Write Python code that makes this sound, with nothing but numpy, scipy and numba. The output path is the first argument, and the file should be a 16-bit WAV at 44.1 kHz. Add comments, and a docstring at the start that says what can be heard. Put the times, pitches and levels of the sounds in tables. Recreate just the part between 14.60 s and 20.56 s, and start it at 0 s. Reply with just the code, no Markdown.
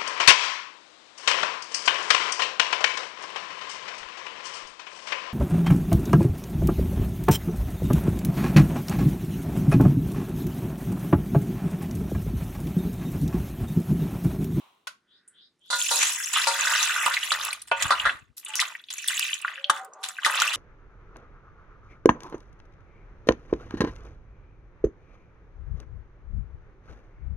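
"""Close over a steel bowl, shellfish meat is washed by hand. Water pours in from a pot and the hand
swirls it in strokes: bubbles ring and spray fizzes in swells, air pockets plop, and sheets of water
slap the wall. Knocks from pot, hand and shells ring the bowl, which also sings softly as it is rubbed.
Before the pouring come a fading hiss, two light contacts and a small bird peeping some way off.
Midway, a few puffs of air push against the microphone."""
import sys
import numpy as np
from scipy import signal
from scipy.fft import rfft, irfft
from scipy.io import wavfile
from scipy.ndimage import uniform_filter1d
from numba import njit

SR = 44100
rng = np.random.default_rng(int(sys.argv[2]) if len(sys.argv) > 2 else 0)


def transcribe(signal):
    """Save signal, clipped to [-1, 1], as a 16-bit WAV file at the path in sys.argv[1]."""
    frames = np.atleast_2d(signal).T
    limited = np.clip(frames, -1, 1)
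    pcm = np.round(limited * 32767).astype(np.int16)
    wavfile.write(sys.argv[1], SR, pcm)


N = 262836
TIME = np.arange(N) / SR

# EQ curves of the room tone, the opening hiss and the air puffs: frequency_hz, level_db
ROOM_TONE_EQ = [(18, -40), (40, -19), (110, -13), (190, -7), (380, -8), (700, -19), (1110, -18),
                (2130, -22), (3880, -23), (10700, -35), (15000, -57)]
HISS_EQ = [(88, -61), (150, -37), (262, -20), (318, -30), (364, -11), (459, -20), (1050, -2), (1640, -20.5),
           (2920, -12.5), (3400, -14.5), (3970, -14.5), (4370, -26.5), (15000, -32)]
PUFF_EQ = [(12, -58), (20, -23.5), (75, -14), (161, -11.5), (197, -11.5), (231, -8), (300, -3.5),
           (390, -46.5), (660, -120)]
# Puffs of air on the microphone: crest_s, rise_s, fall_s, level_db
AIR_PUFFS = [(2.8, .09, .13, -61), (3.255, .022, .028, -34), (3.405, .012, .016, -48),
             (3.445, .015, .02, -51), (3.473, .012, .018, -40), (3.55, .03, .025, -53),
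             (3.625, .025, .03, -56), (3.705, .04, .03, -58)]
# The bird's rising peeps: start_s, length_s, start_hz, end_hz, level_db
BIRD_PEEPS = [(0.465, 0.13, 3290, 3930, -57), (0.723, 0.15, 3200, 3930, -52.5),
              (0.997, 0.14, 3210, 3800, -51.5)]
# Light dry contacts before the pouring: start_s, level_db, centre_hz, decay_s
DRY_CLACKS = [(0.27, -18, 1355, 0.0054), (0.677, -30.5, 8300, 0.0045)]
# EQ curve of those contacts: frequency_hz, level_db
CLACK_EQ = [(88, -64), (150, -40), (484, -37), (566, -13), (821, -22), (1100, 3.5), (1420, -17),
            (1720, -7.5), (3620, -9.5), (7040, -14.5), (7920, -23), (9820, -17), (16000, -39)]
# Faint hollow tones round the bowl: start_s, length_s, centre_hz, width_hz, level_db
HOLLOW_TONES = [(0.38, 0.55, 1600, 530, -72.5), (5.1, 0.4, 533, 220, -58.5), (5.11, 0.19, 1200, 410, -44),
                (5.09, 0.11, 3520, 450, -47.5), (5.27, 0.25, 1080, 400, -50.5)]
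# Soft notes of the rubbed bowl: crest_s, rise_s, fall_s, pitch_hz, glide_hz_per_s, level_db
RUB_NOTES = [(3.9, 0.025, 0.086, 873, 0, -45), (5.0, 0.038, 0.055, 554, 204, -48.5),
             (5.065, 0.048, 0.071, 588, -1.5, -49.5), (5.225, 0.15, 0.067, 767, -100, -40),
             (5.431, 0.089, 0.19, 767, -170, -50)]
# Modes of the steel bowl with a little water in it: pitch_hz, level_db, t60_s
BOWL_MODES = [(555, -11, .27), (673, -22, .3), (765, -21, .28), (971.7, -1, .19), (1015, -8, .12),
              (1192, -8, .13), (1422, 0, .19), (1580, -15, .2), (1744, -10, .12), (2016, -6, .087)]
# Blows on the bowl: start_s, contact_db, first_mode_hz, second_mode_hz, middle_hz, bite_hz, level_db,
# thud_db, bite_db, crack_db, decay_s, ring_db, ring_time_ratio
# (thud, bite, crack and ring are relative to level_db)
BOWL_KNOCKS = [(1.102, -37, 1006, 1440, 1060, 4120, -37.5, -25, 6, 5, 0.039, 3.5, 2.2),
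               (1.128, -32, 985, 1454, 1430, 4020, -39, -7.5, 5, 1, 0.035, 12, 1.44),
               (1.312, -20, 938, 1424, 878, 4100, -33.5, -3.5, 4.5, 3.5, 0.051, 6.5, 1.1),
               (1.87, -25.5, 934.4, 1412, 880, 4450, -28.5, -6.5, 1, 2.5, 0.027, 6, 1.63),
               (2.461, -16.5, 966, 1436, 1190, 3600, -22, -22, -9, -18, 0.012, -4, 0.89),
               (2.718, -8, 1127, 1340, 1313, 4000, -19.5, -30.5, 6, -3.5, 0.0053, -7, .5),
               (3.114, -14, 926, 1480, 1050, 2700, -25, 3, 0, -19, .009, 4.5, 1.15),
               (3.306, -5.5, 983, 1368, 1160, 4070, -17.5, -21.5, -8, -14.5, 0.013, 2, 0.47),
               (3.322, -7.5, 1020, 1374, 1260, 4100, -23, -15, -8.5, -21, 0.016, 0, 0.74),
               (3.453, -13, 1058, 1393, 1400, 3700, -22.5, -15, -9.5, -20.5, .03, -2, 0.69),
               (5.097, -3, 890, 1340, 1200, 3440, -11, -16, -8, -8, 0.0064, -14.5, 1.03),
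               (5.662, -6, 899, 1310, 1250, 3620, -20.5, -21, -26, -9, 0.0083, -7, 1.6),
               (5.819, -5, 1182, 1500, 1370, 3770, -25, -40, 6, -12, 0.004, -7.5, 0.92)]
# Slaps of water: start_s, tick_db, centre_hz, spray_db, body_re_spray_db, decay_s
WATER_SLAPS = [(1.3877, -6, 6800, -25.5, 2.5, 0.045), (1.4287, -3, 2480, -16, -2, 0.0035),
               (1.732, -5, 7700, -22.5, -1.5, 0.0066), (1.844, -18, 5140, -24, -18, 0.0024),
               (2.2289, -17, 6650, -19, -4, 0.0055), (2.462, -12, 8400, -17.5, -17, 0.0026),
               (2.536, -22, 4860, -26.5, 6, .007), (2.849, -2, 10300, -24.5, -14, .004),
               (2.931, -23, 9400, -27, -2, 0.0036), (3.018, -36.5, 9300, -36, -13, 0.0045),
               (3.072, -32, 8500, -45.5, -2.5, 0.013), (3.223, -9, 7530, -19, 0.5, .0057),
               (3.768, -28, 11500, -38, -18, 0.015), (3.78, -34, 6440, -43.5, -17, .004),
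               (3.954, 0, 6400, -30.5, -19, 0.019), (4, 5, 3750, -20, -8.5, .011),
               (4.303, -13.5, 3500, -33, -6, 0.0095), (4.337, -14, 7200, -34.5, -4, .0044),
               (4.476, -5, 8900, -25.5, -20, 0.012), (4.594, 2, 6900, -25.5, 6, 0.0021),
               (4.816, -22, 8600, -40, -14, 0.004), (5.172, -38, 8700, -45, -12, 0.0055),
               (5.2473, -26.5, 8500, -44.5, -36, 0.003), (5.43, -35, 3640, -29, -3, .016),
               (5.486, -20, 7900, -33.5, -4, .0064), (5.647, 1, 3470, -21.5, -5, 0.015),
               (5.8, 3.5, 3220, -25, -1, 0.0078), (5.819, -6, 7200, -19.5, -2, 0.0029),
               (5.9282, -13, 3440, -24.5, -32, 0.02)]
# Air pockets snapping shut: start_s, level_db, pitch_hz, decay_s
AIR_POCKETS = [(1.202, -18.5, 2780, 0.0034), (1.215, -13.5, 3320, 0.0033), (1.262, -20, 2690, 0.0088),
               (1.29, -16, 3040, 0.0055), (1.417, -11, 2330, 0.0049), (1.602, -20, 1640, 0.0072),
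               (1.757, -13.5, 2940, 0.019), (1.761, -11, 1262, 0.0097), (1.772, -12.5, 1180, .0041),
               (1.796, -15.5, 1340, 0.0091), (1.84, -10.5, 2310, 0.0029), (2.01, -6.5, 6730, 0.0016),
               (2.072, -11.5, 1694, 0.0029), (2.124, -9.5, 1310, 0.003), (2.152, -15, 1573, 0.012),
               (2.295, -17, 1426, 0.021), (2.362, -13.5, 1490, .0034), (2.431, -17, 2030, 0.01),
               (2.441, -14, 2170, .008), (2.477, -9.5, 1094, 0.0078), (2.51, -17, 1405, 0.015),
               (2.568, -9.5, 2170, 0.0041), (2.574, -13.5, 2170, .004), (2.63, -13.5, 2970, 0.0061),
               (2.706, -12, 2830, 0.0059), (2.812, -18.5, 3740, 0.0063), (2.835, -19, 6500, 0.0027),
               (2.886, -18.5, 1190, 0.0036), (2.908, -17, 4180, 0.0027), (2.929, -17.5, 2440, .0037),
               (3.258, -25, 1120, 0.011), (3.398, -7.5, 2940, 0.0039), (3.467, -12.5, 1646, 0.014),
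               (3.494, -8.5, 1665, 0.0036), (3.495, -16, 2670, 0.0065), (3.849, -21.5, 8850, 0.0037),
               (3.862, -28, 2950, .009), (3.883, -30.5, 8400, 0.01), (3.938, -20, 2960, 0.0095),
               (3.994, -8, 2190, 0.0062), (4.024, -10.5, 1270, 0.0042), (4.052, -23, 2690, 0.0046),
               (4.195, -35.5, 3410, 0.0052), (4.152, -21, 1940, 0.0049), (4.24, -30, 3720, 0.0023),
               (4.286, -29, 3360, .005), (4.328, -19.5, 7260, .002), (4.382, -22, 6740, 0.0065),
               (4.443, -22.5, 1820, 0.0024), (4.484, -8, 3560, 0.0016), (4.505, -16.5, 1635, 0.0058),
               (4.577, -11.5, 2830, 0.0028), (4.628, -12, 3190, .002), (4.732, -8, 3060, 0.0027),
               (4.741, -16, 6940, 0.0039), (4.848, -6, 1403, 0.0036), (4.88, -13, 1740, 0.0041),
               (4.979, -24.5, 1720, 0.0059), (5.043, -8, 3280, 0.0033), (5.335, -35, 6660, 0.004),
               (5.585, -20, 1616, 0.0058), (5.633, -19.5, 3050, 0.0034), (5.648, -4.5, 2050, 0.0042),
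               (5.776, -17, 3500, 0.0074)]
# Strokes of the hand through the water: crest_s, rise_s, fall_s, gurgle_db, patter_db, spray_db
HAND_STROKES = [(1.38, 0.18, 0.36, -41.5, -34, -32), (1.776, .075, 0.21, -36, -27.5, -35),
                (2.105, 0.33, 0.33, -30, -31.5, -31.5), (2.239, .27, 0.31, -45, -30.5, -35),
                (2.461, 0.32, 0.23, -34.5, -34, -33.5), (2.655, 0.085, 0.13, -45.5, -36.5, -35.5),
                (2.745, .05, 0.088, -35, -35.5, -40.5), (2.845, 0.12, .15, -37, -39, -37),
                (3.218, 0.062, 0.17, -32, -33.5, -39), (3.42, 0.23, .15, -36.5, -38.5, -45),
                (3.89, 0.075, 0.11, -50.5, -47.5, -52), (4.014, 0.12, .16, -39, -38.5, -43),
                (4.395, 0.096, .17, -63, -43, -43.5), (4.508, .06, 0.3, -48.5, -35.5, -37.5),
                (4.66, 0.25, .15, -54.5, -34, -40), (4.898, 0.12, .18, -46.5, -41.5, -58.5),
                (5.17, 0.075, 0.068, -41, -59, -49), (5.481, 0.06, .12, -47, -60.5, -47),
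                (5.703, 0.085, 0.53, -32.5, -49.5, -40), (5.838, 0.21, 0.2, -42, -28.5, -36)]
# Dips in the water's upper mids: deepest_s, rise_s, fall_s, centre_hz, depth_ratio
MID_DIPS = [(1.61, 0.11, 0.3, 4290, 0.98), (2.42, 0.09, 0.061, 4400, 0.95)]
# EQ curves of the poured stream and of water stirred by hand: frequency_hz, level_db
POUR_EQ = [(88, -45.5), (150, -33.5), (398, -28), (457, -34.5), (545, -12), (821, -15), (923, -2),
           (1020, -4.5), (1500, -1), (2140, -4.5), (3700, -2.5), (5150, -7), (6640, -3.5), (12700, -16.5),
           (16000, -30.5)]
STIR_EQ = [(88, -71), (150, -28.5), (475, -14), (578, -5.5), (774, -8.5), (871, -1), (998, -4.5),
           (1140, 3.5), (1720, -2), (3040, -2.5), (4000, -12.5), (5050, -21.5), (6910, -19), (13200, -32),
           (16000, -44.5)]

POUR_START_S, POUR_ATTACK_S, POUR_FADE_MIDDLE_S, POUR_FADE_S = 1.129, 0.057, 2.38, 0.78
# The stream's gurgle, patter and spray: starting drive, and its drift as the bowl fills
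POUR_DB, FILL_DB_PER_S = (-63, -43.5, -30.5), (15, 8, -13)
# The water's weight pulls the bowl's tuning at the middle two anchors; the outer two stay put
ANCHOR_HZ = (556, 980, 1437, 3400)
HIGH_MODES_HZ = np.geomspace(2200, 6600, num=32)  # the bowl's crowd of close, short upper modes
HIGH_MODES_DB, HIGH_SCATTER_DB, HIGH_T60_S = -9, 4, .17
MIDDLE_DB_PER_OCTAVE, BITE_DB_PER_OCTAVE = 8.5, 30  # modes weaken away from a blow's middle and bite


def undb(db):
    """Decibels to gain."""
    return 10 ** (np.asarray(db) / 20)


def unit(x):
    """Scale to rms 1."""
    return x / np.sqrt(np.mean(x ** 2) + 1e-18)


def eq(x, curve):
    """Shape a sound with a curve of (frequency_hz, level_db) points."""
    hz, db = np.transpose(curve)
    bins_hz = np.fft.rfftfreq(x.shape[-1], 1 / SR) + 1
    return irfft(rfft(x) * undb(np.interp(np.log(bins_hz), np.log(hz), db)), x.shape[-1])


def band(x, lo_hz, hi_hz, order=2):
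    """Causal band-pass."""
    edges = np.minimum([lo_hz, hi_hz], [.4 * SR, .47 * SR])
    return signal.sosfilt(signal.butter(order, edges, "band", fs=SR, output="sos"), x)


def add(out, start_s, sound):
    """Mix a short sound in at its cue."""
    i = max(int(start_s * SR), 0)
    out[..., i:i + sound.shape[-1]] += sound[..., :N - i]


def burst(t, rise_s, decay_s):
    """Envelope with a rounded attack and an exponential tail."""
    return (1 - np.exp(-t / max(rise_s, 1e-5))) ** 2 * np.exp(-t / max(decay_s, 1e-3))


def swell(crest_s, rise_s, fall_s):
    """Envelope that climbs 20 dB in rise_s to a rounded crest and drops as much in fall_s."""
    away = np.maximum((crest_s - TIME) / max(rise_s, .01), (TIME - crest_s) / max(fall_s, .01))
    return undb(-20 * np.minimum(away, 10) ** 1.324)


def wander(rate_hz):
    """Smooth random modulation of rms 1."""
    step = int(SR / rate_hz)
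    return unit(uniform_filter1d(np.repeat(rng.standard_normal(N // step + 1), step), step)[:N])


def stereo_noise(size, side):
    """Mid/side noise; more side makes it wider."""
    mid, other = rng.standard_normal((2, size))
    return unit(np.array([mid + side * other, mid - side * other]))


def tick(t, lo_hz, hi_hz, decay_s):
    """The noisy transient of first contact."""
    return unit(band(stereo_noise(len(t), side=0.43), lo_hz, hi_hz, order=3)) * burst(t, 0.00035, decay_s)


def air():
    """Room tone, a soft hiss that dies away at the start, and low puffs, mostly on the left."""
    room_tone = undb(-76.5) * unit(eq(stereo_noise(N, side=0.19), ROOM_TONE_EQ))
    fade = undb(-53.5 - 79 * TIME) * (TIME < 0.62)
    hiss = fade * unit(eq(stereo_noise(N, side=0.79), HISS_EQ))
    gusts = sum(undb(db) * swell(crest_s, rise_s, fall_s) for crest_s, rise_s, fall_s, db in AIR_PUFFS)
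    draught = undb(-61) * swell(crest_s=3.3, rise_s=.4, fall_s=.35)
    puffs = (gusts + draught) * unit(band(eq(rng.standard_normal((2, N)), PUFF_EQ), 35, 105))
    return room_tone + hiss + puffs * undb([[4], [-11]])


def bird():
    """Raspy upward whistles, joined late by a higher voice and smeared by the walls they come round."""
    out, t = np.zeros(N), TIME[:SR // 4]
    for start_s, length_s, start_hz, end_hz, db in BIRD_PEEPS:
        age = np.linspace(0, 1, int(length_s * SR))
        rasp = 1 + .06 * wander(1100)[:len(age)]
        hz = rasp * (start_hz + (end_hz - start_hz) * age)
        phase = 2 * np.pi * np.cumsum(hz) / SR
        upper_voice = undb(-6.5) * 2 * age ** 2 * np.sin(1.25 * phase)
        add(out, start_s, undb(db) * np.sin(np.pi * age) * (np.sin(phase) + upper_voice))
    walls = unit(stereo_noise(len(t), side=0.99) * 1000 ** (-t / 0.19)) / np.sqrt(len(t))
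    return signal.fftconvolve(out[None], walls, axes=1)[:, :N]


def reflections(x, bowl_db, bowl_t60_s, room_db, room_t60_s, room_top_hz):
    """Quick bright echoes off the bowl's wall and a faint dull room, different in each channel."""
    response, t = 0, TIME[:SR // 2]
    for db, t60_s, top_hz in ((bowl_db, bowl_t60_s, 14000), (room_db, room_t60_s, room_top_hz)):
        noise = band(rng.standard_normal((2, len(t))), 350, top_hz, order=1)
        tail = noise * 1000 ** (-t / t60_s) * (t > t60_s / 60)  # starts after a short pre-delay
        response = response + undb(db) * unit(tail) / np.sqrt(2 * len(t))
    return signal.fftconvolve(x, response, axes=1)[:, :N]


def clacks():
    """Light hard contacts, each strongest round its own pitch, with a short tail."""
    out, t = np.zeros((2, N)), TIME[:SR // 4]
    for start_s, db, hz, decay_s in DRY_CLACKS:
        noise = stereo_noise(len(t), side=0.75)
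        body = unit(eq(noise, CLACK_EQ)) * min(1, (1400 / hz) ** 2)
        resonance = 0.78 * unit(band(noise, hz * 0.923, hz * 1.18, order=3))
        envelope = burst(t, 0.0012, decay_s) + undb(-14.5) * burst(t, 0.0058, 0.024)
        add(out, start_s, undb(db - 6) * (body + resonance) * envelope)
    return out


def hollow_tones():
    """Narrow bands of resonance swell and fade round the bowl."""
    out = np.zeros(N)
    for start_s, length_s, hz, width_hz, db in HOLLOW_TONES:
        size = int(length_s * SR)
        tone = unit(band(rng.standard_normal(SR), hz - width_hz / 2, hz + width_hz / 2)[-size:])
        add(out, start_s, undb(db) * tone * np.hanning(size) ** .5)
    return out


def bowl_singing():
    """Single low modes of the rubbed bowl sing softly and drift in pitch as the water shifts."""
    out = 0
    for crest_s, rise_s, fall_s, hz, glide_hz_per_s, db in RUB_NOTES:
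        pitch_hz = (hz + glide_hz_per_s * (TIME - crest_s)) * (1 + .014 * wander(110))
        envelope = undb(db) * swell(crest_s, rise_s, fall_s) * undb(2 * wander(39))
        out = out + envelope * np.sin(2 * np.pi * np.cumsum(pitch_hz) / SR)
    return out


def modes(t, hz, db, t60_s):
    """Dying sines, given as columns; the higher ones reach the two channels out of step."""
    phase = rng.uniform(0, 2 * np.pi, hz.shape) + hz / 3500 * rng.standard_normal((2, *hz.shape))
    return np.sum(undb(db) * 1000 ** (-t / t60_s) * np.sin(2 * np.pi * hz * t + phase), axis=1)


def bowl_ring(t, first_hz, second_hz, middle_hz, bite_hz, bite_db, ring_time_ratio):
    """The struck steel rings; the water's weight shifts its modes and the hand sets how long they last."""
    rest_hz, mode_db, t60_s = np.transpose(BOWL_MODES)[:, :, None]
    pull = np.divide([ANCHOR_HZ[0], first_hz, second_hz, ANCHOR_HZ[3]], ANCHOR_HZ)
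    low_hz = rest_hz * np.interp(rest_hz, ANCHOR_HZ, pull)
    low_db = mode_db - MIDDLE_DB_PER_OCTAVE * np.abs(np.log2(low_hz / middle_hz))
    low_ring = modes(t, low_hz, low_db, t60_s * ring_time_ratio)
    detune, strength = rng.standard_normal((2, len(HIGH_MODES_HZ), 1))  # each blow hits another spot
    high_hz = HIGH_MODES_HZ[:, None] * (1 + .01 * detune)
    rolloff_db = BITE_DB_PER_OCTAVE * np.abs(np.log2(high_hz / bite_hz))
    high_db = bite_db + HIGH_MODES_DB + HIGH_SCATTER_DB * strength - rolloff_db
    return low_ring + undb(-6) * modes(t, high_hz, high_db, HIGH_T60_S * ring_time_ratio)


def knocks():
    """Pot, hand and shells strike the bowl: a thock, a noisy blow, the ring and a thump on the floor."""
    out, t = np.zeros((2, N)), TIME[:SR // 3]
    for (start_s, contact_db, first_hz, second_hz, middle_hz, bite_hz, db,
         thud_db, bite_db, crack_db, decay_s, ring_db, ring_time_ratio) in BOWL_KNOCKS:
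        ring = bowl_ring(t, first_hz, second_hz, middle_hz, bite_hz, bite_db, ring_time_ratio)
        noise = stereo_noise(len(t), side=0.77)
        thud = undb(thud_db) * unit(band(noise, 440, 900, order=3))
        middle = unit(band(noise, middle_hz * .78, middle_hz * 1.31, order=3))
        bite = undb(bite_db) * unit(band(noise, bite_hz / 1.15, bite_hz * 1.093))
        crack = undb(crack_db) * unit(band(noise, 5900, 9800, order=3))
        blow = (thud + middle + bite + crack) * burst(t, 0.0013, decay_s)
        add(out, start_s, undb(db + 4) * (blow + undb(ring_db) * ring * burst(t, 0.00014, 0.56)))
        thock = np.sin(2 * np.pi * middle_hz * t) * burst(t, .0005, .0025)
        contact = thock + .3 * tick(t, 1500, 5000, decay_s=.001)
        add(out, start_s, undb(contact_db + 1.5) * band(contact, 450, 9000, order=3))
        thump = unit(band(noise, 220, 440)) * burst(t, .001, 2 * decay_s)
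        add(out, start_s, undb(db - 26.5) * thump)
    return out


def slaps():
    """A sheet of water hits the wall with a tick and breaks into grainy spray over a lower body."""
    out, t = np.zeros((2, N)), TIME[:SR // 5]
    for start_s, tick_db, hz, spray_db, body_db, decay_s in WATER_SLAPS:
        noise = stereo_noise(len(t), side=0.74)
        grain_steps = np.repeat(rng.standard_normal(len(t)), 70)[:len(t)]
        grain = undb(4 * uniform_filter1d(grain_steps, size=70))
        spray = unit(band(noise, hz * 0.825, hz * 1.092, order=3))
        sizzle = undb(-4) * unit(band(noise, 4000, 10680, order=3))
        body = undb(body_db - 1) * unit(band(noise, 960, 3650, order=4))
        splash = (spray + sizzle + body) * grain * burst(t, 0.5 * decay_s, decay_s)
        add(out, start_s - .002, undb(spray_db + 7.5) * splash)
        add(out, start_s + 0.00082, undb(tick_db - 10.5) * tick(t, hz * 0.67, hz * 1.97, decay_s=.0007))
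    return out


def plops():
    """A pocket of air snaps shut, rings briefly and rises in pitch, inside a gush of smaller bubbles."""
    out, t = np.zeros((2, N)), TIME[:SR // 8]
    bend = .97 + 0.1 * (1 - np.exp(-t / 0.024))
    for start_s, db, hz, decay_s in AIR_POCKETS:
        phase = 2 * np.pi * np.cumsum(hz * bend) / SR
        ring = np.sin(phase + rng.standard_normal((2, 1)) * hz / 5000)  # higher plops sound wider
        gush = unit(band(stereo_noise(len(t), side=0.35), hz * 0.81, hz * 1.244, order=3))
        pop = np.exp(-((t - .0016) / .0007) ** 2) * ring
        pocket = .6 * (burst(t, .001, decay_s) * (ring + gush) + pop)
        add(out, start_s - .001, undb(db - 2.5) * band(pocket, hz * .6, hz * 4, order=3))
    return out


@njit
def ring_grains(start, hz, cycles, glide, left, right):
    """Each grain is a dying sine whose pitch climbs as the bubble nears the surface."""
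    out = np.zeros((2, N))
    for k in range(len(start)):
        size = int(2 * cycles[k] * SR / hz[k])
        phase = 0.
        for j in range(min(size, N - start[k])):
            age = j / size
            phase += 2 * np.pi * hz[k] * (1 + glide * age) / SR
            sample = np.sin(phase) * np.exp(-6 * age) * min(1., 14 * age)
            out[0, start[k] + j] += left[k] * sample
            out[1, start[k] + j] += right[k] * sample
    return out


def cloud(drive, per_s, lo_hz, hi_hz, cycles, spread_db, width, glide):
    """A cloud of bubble grains at rms 1, denser where the water is driven harder."""
    when, pitch, length, strength, chance, pan = rng.random((int(per_s * N / SR), 6)).T
    start = (when * (N - 1)).astype(int)
    density = np.clip(np.sqrt(drive / np.percentile(drive, 85)), .1, 1)[start]
    hz = lo_hz * (hi_hz / lo_hz) ** pitch
    life = cycles * 3 ** (length - .5)
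    gain = undb(-spread_db * np.log(strength * .98 + .02)) * (chance < density) / np.sqrt(density)
    gain = gain * hz / np.sqrt(life)  # the same energy in every hertz
    angle = np.pi / 4 + width * (2 * pan - 1)
    return unit(ring_grains(start, hz, life, glide, gain * np.cos(angle), gain * np.sin(angle)))


def spatter(spray):
    """Thrown drops land on steel and skin as sharp clicks of very uneven strength."""
    clicks = cloud(spray, per_s=110, lo_hz=2500, hi_hz=12200, cycles=6, spread_db=2.5, width=1, glide=.05)
    return undb(-11) * spray * clicks


def squirts(x, rate_hz, depth_db):
    """Water squeezed between fingers comes in separate squirts, each strong round its own pitch."""
    out, together = 0, wander(rate_hz)
    for hz in np.geomspace(1900, 15000, num=7):
        out = out + band(x, hz / 1.19, hz * 1.19) * undb(depth_db * (wander(rate_hz) + .5 * together))
    return out


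def scoop_mids(x):
    """A broad notch opens and closes in the sound of the water."""
    for deepest_s, rise_s, fall_s, hz, depth in MID_DIPS:
        mids = eq(x, [(hz / 1.6, -40), (hz / 1.2, -1), (hz, 0), (hz * 1.13, -1), (hz * 1.45, -40)])
        x = x - depth * swell(deepest_s, rise_s, fall_s) ** .5 * mids
    return x


def flow():
    """The pour's fade-out and the gurgle, patter and spray envelopes; stream and strokes add in power."""
    age_s = TIME - POUR_START_S
    pouring = np.clip((POUR_FADE_MIDDLE_S - TIME) / POUR_FADE_S + .5, 0, 1)
    stream = np.clip(age_s / POUR_ATTACK_S, 0, 1) * pouring
    filling = np.array([undb(db + slope * age_s) for db, slope in zip(POUR_DB, FILL_DB_PER_S)])
    power = (stream * filling) ** 2
    for crest_s, rise_s, fall_s, *levels_db in HAND_STROKES:
        power = power + np.outer(undb(levels_db), swell(crest_s, rise_s, fall_s)) ** 2
    return pouring, np.sqrt(power)


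def water(pouring, gurgle, patter, spray):
    """Big bubbles gurgle, small ones patter, spray fizzes; the tone crossfades from poured to stirred."""
    big = cloud(gurgle, per_s=480, lo_hz=900, hi_hz=2100, cycles=6.7, spread_db=2.8, width=.65, glide=.26)
    big += undb(-8.5) * unit(band(stereo_noise(N, side=0.11), 110, 1800))
    small = cloud(patter, per_s=1500, lo_hz=2102, hi_hz=4740, cycles=9, spread_db=3.1, width=1, glide=.2)
    fizz = cloud(spray, per_s=2200, lo_hz=5130, hi_hz=15000, cycles=22,
                 spread_db=2.8, width=1.98, glide=.091)
    mist = band(stereo_noise(N, side=0.16), 4300, 23000, order=4) * undb(1.7 * wander(120))
    fizz += undb(-0.5) * unit(mist)
    # a few lone bubbles ring long enough to be heard as drips and pings
    drips = .33 * cloud(patter, per_s=130, lo_hz=1900, hi_hz=3900, cycles=24,
                        spread_db=2.5, width=.8, glide=.26)
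    pings = .55 * cloud(spray, per_s=110, lo_hz=5600, hi_hz=9500, cycles=60,
                        spread_db=2.5, width=1, glide=.08)

    def crossfade(poured, stirred):
        return pouring * unit(eq(poured, POUR_EQ)) + (1 - pouring) * unit(eq(stirred, STIR_EQ))

    lows = crossfade(big, big)
    mids = crossfade(squirts(small + drips, rate_hz=160, depth_db=1.8),
                     squirts(small + drips, rate_hz=190, depth_db=2.2))
    highs = crossfade(squirts(fizz + pings, rate_hz=240, depth_db=2.4),
                      squirts(fizz + pings / 2, rate_hz=150, depth_db=3.2))
    return scoop_mids(undb(3) * gurgle * lows + undb(2.7) * patter * mids + undb(2.9) * spray * highs)


def scene():
    """All in the bowl shares its echoes; the water sloshes and rumbles faintly; bird and air lie behind."""
    pouring, (gurgle, patter, spray) = flow()
    washing = water(pouring, gurgle, patter, spray) + spatter(spray) + plops() + slaps()
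    slosh = undb(-41) * np.sqrt(patter * patter.max()) * unit(band(stereo_noise(N, side=.4), 240, 600))
    close = washing + clacks() + hollow_tones() + bowl_singing()
    close = band(close, 170, 20000, order=3)  # so small a bowl radiates little bass
    close = close + knocks() + slosh
    echoes = reflections(close, bowl_db=-8, bowl_t60_s=.04, room_db=-16, room_t60_s=.24, room_top_hz=5000)
    rumble = undb(-45) * np.hypot(gurgle, spray) * unit(band(stereo_noise(N, side=0.56), 30, 140))
    return close + echoes + rumble + bird() + air()


def record(dry):
    """Soft clipping rounds the highest peaks and a steep low-pass cuts the top."""
    return signal.sosfilt(signal.ellip(10, .2, 80, 16300, fs=SR, output="sos"), np.tanh(dry))


dry = scene()
out = record(dry)
transcribe(out)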